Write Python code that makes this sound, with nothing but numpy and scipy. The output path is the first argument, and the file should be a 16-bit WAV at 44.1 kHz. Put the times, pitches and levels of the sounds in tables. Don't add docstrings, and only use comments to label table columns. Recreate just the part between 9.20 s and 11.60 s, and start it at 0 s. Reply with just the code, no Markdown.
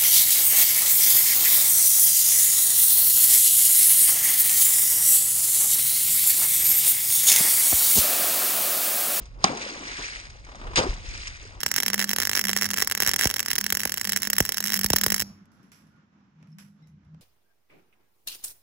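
import sys
import numpy as np
from scipy.fft import rfft, irfft, next_fast_len
from scipy.io import wavfile
from scipy.ndimage import map_coordinates

SR = 44100
rng = np.random.default_rng(int(sys.argv[2]) if len(sys.argv) > 2 else 0)


def to_wav(sig):
    pcm = np.clip(np.atleast_2d(sig), -1, 1) * 32767
    pcm = np.round(pcm).astype(np.int16)
    wavfile.write(sys.argv[1], SR, pcm.T)


N = 105840
T = np.arange(N) / SR
CREST_DB = 6

# start_s, crack_peak_db, body_peak_db, pitch_share (of the full skin's)
CRACK_EVENTS = [(.2414, -2, -2, 1), (1.5578, -14, -32, 1), (1.5735, -17, -18, .6), (1.5828, -11, -12, .47),
                (1.5892, -11, -15, .7)]
# freq_hz, level_db
SPRAY_SPECTRUM = [(700, -23), (1400, -7), (2200, -3), (3300, -11), (4600, -4), (6200, -4.5), (7200, -8.5),
                  (9500, -15), (9750, -59)]
# freq_hz, level_db
SLOSH_SPECTRUM = [(90, -11.5), (200, -3.5), (500, -5.5), (1100, 1), (1600, -6), (3000, -22), (6000, -50),
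                  (9500, -79)]


def amp(db):
    return 10 ** (np.asarray(db) / 20)


def unit(x):
    return x / np.sqrt(np.mean(x ** 2) + 1e-20)


def along(points, hz):
    f, v = np.transpose(points)
    return np.interp(np.log(hz + 1), np.log(f + 1), v)


def level(rows):
    return amp(np.interp(T, *np.transpose(rows)))


def wobble(rate_hz):
    knots = rng.standard_normal(int(N * rate_hz / SR) + 4)
    return map_coordinates(knots, [T * rate_hz])


def filtered(x, response):
    size = next_fast_len(N + SR // 2)
    hz = np.fft.rfftfreq(size, 1 / SR)
    return irfft(rfft(x, size) * response(hz), size)[..., :N]


def coloured(x, colour):
    return unit(filtered(x, lambda hz: amp(along(colour, hz))))


def noise(colour):
    return coloured(rng.standard_normal((2, N)), colour)


def shape(start_s, rise_s, hold_s, t60_s):
    t = T - start_s
    attack = np.clip(t / rise_s, 0, 1)
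    return attack * amp(-60 * np.clip(t - rise_s - hold_s, 0, None) / t60_s)


def ring(start_s, hz, t60_s, rise_s, glide=0):
    t = np.clip(T - start_s, 0, t60_s)
    turns = hz * t * (1 + glide * t / t60_s)
    return shape(start_s, rise_s, 0, t60_s) * np.sin(2 * np.pi * turns)


def grains(count, hz, octaves, cycles, spread_db, rarest, size):
    u, t = rng.random((count, 3)), np.arange(size) / SR
    turns = hz * 2 ** (octaves * rng.standard_normal((count, 1))) * t
    strength = amp(-spread_db * np.log(u[:, 1:2] + rarest))
    envelope = np.exp(-turns / cycles) * (1 - np.exp(-2 * turns))
    wave = strength * np.sin(2 * np.pi * turns) * envelope
    wave *= np.cos(np.pi / 2 * t / t[-1])
    at = (u[:, :1] * 2 * N).astype(int) + np.arange(size)
    stream = np.bincount(at.ravel(), wave.ravel(), 2 * N + size)[:2 * N]
    return unit(stream.reshape(2, N))


def rumble():
    # time_s, level_db
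    rumble_level = [(0.0, -43), (0.11, -41), (0.22, -43.5), (0.24, -42.5), (0.3, -53.5), (1.04, -48),
                    (1.06, -42.5), (1.35, -48.5), (1.45, -41), (1.54, -35.5), (1.6, -34.5), (1.66, -37),
                    (1.7, -34), (1.85, -40), (1.9, -36), (2.07, -42.5), (2.09, -36.5), (2.15, -43),
                    (2.37, -41), (2.4, -47)]
    # freq_hz, level_db
    rumble_spectrum = [(15, -24), (32, 0.5), (50, -3), (75, -12), (130, -17.5), (250, -39), (600, -82)]
    return level(rumble_level) * noise(rumble_spectrum)


def water():
    # time_s, level_db
    spray_level = [(0, -51), (.18, -66.5), (.24, -38), (.27, -35), (.33, -39), (.45, -35), (.6, -39.5),
                   (.71, -36.5), (.85, -35.5), (1, -39.5), (1.09, -49.5), (1.22, -55.5), (1.3, -53),
                   (1.54, -52.5), (1.6, -30.5), (1.66, -37), (1.72, -42.5), (1.8, -47), (1.9, -41),
                   (2.05, -40), (2.12, -44.5), (2.25, -48.5), (2.31, -51.5), (2.4, -55)]
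    # time_s, level_db
    slosh_level = [(0, -52.5), (.11, -62), (.23, -46.5), (.28, -31), (.4, -40), (.55, -42.5), (.7, -43),
                   (.77, -51), (.81, -41), (.86, -50.5), (1, -53.5), (1.22, -58.5), (1.3, -57), (1.45, -44),
                   (1.55, -48.5), (1.6, -27), (1.66, -35.5), (1.72, -43), (1.8, -50.5), (1.9, -52.5),
                   (2.2, -57.5), (2.4, -53)]
    fine = grains(count=16000, hz=3300, octaves=.7, cycles=4, spread_db=3.3, rarest=.01, size=180)
    spray = coloured(fine + .8 * rng.standard_normal((2, N)), SPRAY_SPECTRUM)
    spray = spray * amp(1.5 * wobble(60))
    bubbles = grains(count=3500, hz=558, octaves=.897, cycles=3, spread_db=3.5, rarest=.02, size=900)
    slosh = unit(bubbles + .9 * noise(SLOSH_SPECTRUM))
    slosh = slosh * amp(1.5 * wobble(45))
    return level(spray_level) * spray + level(slosh_level) * slosh


def drops():
    # start_s, peak_db, pitch_hz (at the ring's start)
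    drop_events = [(0.056, -40, 3370), (0.3725, -24, 2590), (0.769, -30, 3220), (0.8518, -39, 2350),
                   (0.88, -31.5, 2350), (1.1004, -35, 2250), (1.248, -40.5, 5000), (1.355, -39, 6440),
                   (1.4677, -46, 1620), (1.6344, -25.5, 3940), (1.702, -36.5, 5270), (1.7384, -33.5, 4580),
                   (1.8896, -32, 3570), (1.9756, -31, 5550), (2.0343, -33.5, 2260), (2.0707, -25.5, 2130),
                   (2.0767, -25.5, 6200), (2.1665, -38, 4500), (2.2517, -38, 4960), (2.2733, -39, 4900)]
    plink_db = -5
    puffs = sum(amp(db - CREST_DB) * shape(s, .0011, 0, .035) for s, db, _ in drop_events)
    tick = puffs * noise(SPRAY_SPECTRUM)[0]
    plink = sum(amp(db + plink_db) * ring(s, hz, 22 / hz, .00044, glide=.059)
                for s, db, hz in drop_events)
    return tick + plink


def cracks():
    # freq_hz, level_db
    crack_spectrum = [(300, -49), (1000, -8.5), (2500, -26), (5000, -3), (6800, -11.5), (8500, -20),
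                      (9800, -49), (10600, -56)]
    rise_s, hold_s, t60_s = .0007, .0007, .009
    puffs = sum(amp(db - CREST_DB) * shape(s, rise_s, hold_s, t60_s) for s, db, *_ in CRACK_EVENTS)
    return puffs * noise(crack_spectrum)[0]


def skin():
    # freq_hz, level_db, t60_s
    skin_modes = [(194, -17, .09), (400, -18, .04), (770, -3, .026), (1110, -3, .017), (1960, -15, .014)]
    lag_s, rise_s = .0014, .0006
    body = np.zeros(N)
    for s, _, db, share in CRACK_EVENTS:
        for hz, mode_db, t60_s in skin_modes:
            gain = amp(db + mode_db + rng.normal(0, 1))
            pitch_hz = hz * share * rng.normal(1, .033)
            body += gain * ring(s + lag_s, pitch_hz, t60_s / share ** .5, rise_s)
    return body


def gushes():
    gush_starts = (.2435, 1.5576)
    # treble_db, treble_rise_s, treble_hold_s, bass_rise_s, bass_t60_s, treble_t60_s, bass_over_treble_db
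    gush_shapes = [(-25, .002, .004, .003, .13, .07, 3), (-22, .001, .034, .027, .25, .07, -2)]
    # freq_hz, level_db
    gush_spectrum = [(700, -29.5), (1500, -4), (2500, 1), (5000, -4.5), (6500, -8.5), (8500, -16),
                     (9600, -18), (10600, -55)]
    lumpy_db, ripple_db = 2.5, 2.5
    low, high = np.zeros(N), np.zeros(N)
    for s, row in zip(gush_starts, gush_shapes):
        db, rise_s, hold_s, bass_rise_s, bass_t60_s, treble_t60_s, over_db = row
        low += amp(db + over_db) * shape(s, bass_rise_s, 0, bass_t60_s)
        high += amp(db) * shape(s, rise_s, hold_s, treble_t60_s)
    bass = low * amp(lumpy_db * wobble(150)) * noise(SLOSH_SPECTRUM)
    treble = high * amp(ripple_db * wobble(350)) * noise(gush_spectrum)
    return bass + treble


def gulps():
    # start_s, peak_db, start_pitch_hz, t60_cycles (of the start pitch), glide (half the pitch rise, share)
    gulp_events = [(.3, -27, 510, 29, 0.23), (.332, -23.5, 700, 14, 0.24), (.378, -31.5, 830, 22, .2),
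                   (.41, -37.5, 496, 14, .2), (.462, -33, 520, 21, 0.16), (0.518, -33.5, 286, 9.6, .2),
                   (.795, -41.5, 319, 32, 0.16), (0.886, -30, 1463, 50, 1.1), (1.61, -23, 535, 20, .1),
                   (1.636, -24, 478, 14, 0.11), (1.664, -22.5, 372, 25, 0.079),
                   (1.725, -34.5, 837, 18, 0.24), (2.251, -39.5, 394, 9.2, 0.11),
                   (2.351, -41.5, 950, 16, 0.24)]
    return sum(amp(db) * ring(s, hz, cycles / hz, 1.47 / hz, glide=glide)
               for s, db, hz, cycles, glide in gulp_events)


def creaks():
    # start_s, level_db
    slips = [(1.265, -43.5), (1.288, -42), (1.316, -45), (1.347, -42), (1.395, -44.5), (1.413, -40.5),
             (1.436, -42), (1.468, -36), (1.497, -46.5), (1.511, -42), (1.533, -36.5)]
    # freq_hz, level_db
    creak_spectrum = [(150, -6.5), (400, -0.5), (1100, 4), (2200, -3.5), (5000, -14), (9500, -26),
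                      (9750, -82)]
    rise_s, t60_s, rough_db = .0021, .085, 1.1
    puffs = sum(amp(db) * shape(s, rise_s, 0, t60_s) for s, db in slips)
    return puffs * amp(rough_db * wobble(290)) * noise(creak_spectrum)


def thump():
    return -amp(-19) * ring(1.688, hz=36, t60_s=.24, rise_s=.0085)


def scene():
    # freq_hz, correlation (0..1)
    likeness = [(40, .85), (300, .88), (1000, .75), (3000, .75), (4300, .78), (5200, .98), (9000, .99)]

    def mix(hz):
        angle = np.arccos(np.clip(along(likeness, hz), 0, 1)) / 2
        return np.array([np.cos(angle), np.sin(angle)])

    diffuse = rumble() + water() + gushes() + creaks()
    sharp = drops() + cracks() + skin() + gulps() + thump()
    mid, side = filtered(diffuse, mix)
    return sharp + np.array([mid + side, mid - side])


def record(dry):
    # freq_hz, left_lead_rad
    left_lead = [(0, 0), (3500, 6.1), (3700, 5.7), (5920, -3.14), (7480, -9.42), (10600, -21.9)]
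    # freq_hz, left_over_right_db
    left_gain = [(250, 0), (600, 4.5), (1400, 1), (2000, 2), (3000, -3), (4000, 2), (5200, 0)]
    ceiling, top_hz = .93, 10690

    def port_pair(hz):
        phase = np.interp(hz, *np.transpose(left_lead))
        half = amp(along(left_gain, hz) / 2) * np.exp(.5j * phase)
        return np.array([half, 1 / half])

    ports = filtered(dry, port_pair)
    rounded = ports / (1 + np.abs(ports / ceiling) ** 6) ** (1 / 6)
    return filtered(rounded, lambda hz: hz < top_hz)


dry = scene()
out = record(dry)
to_wav(out)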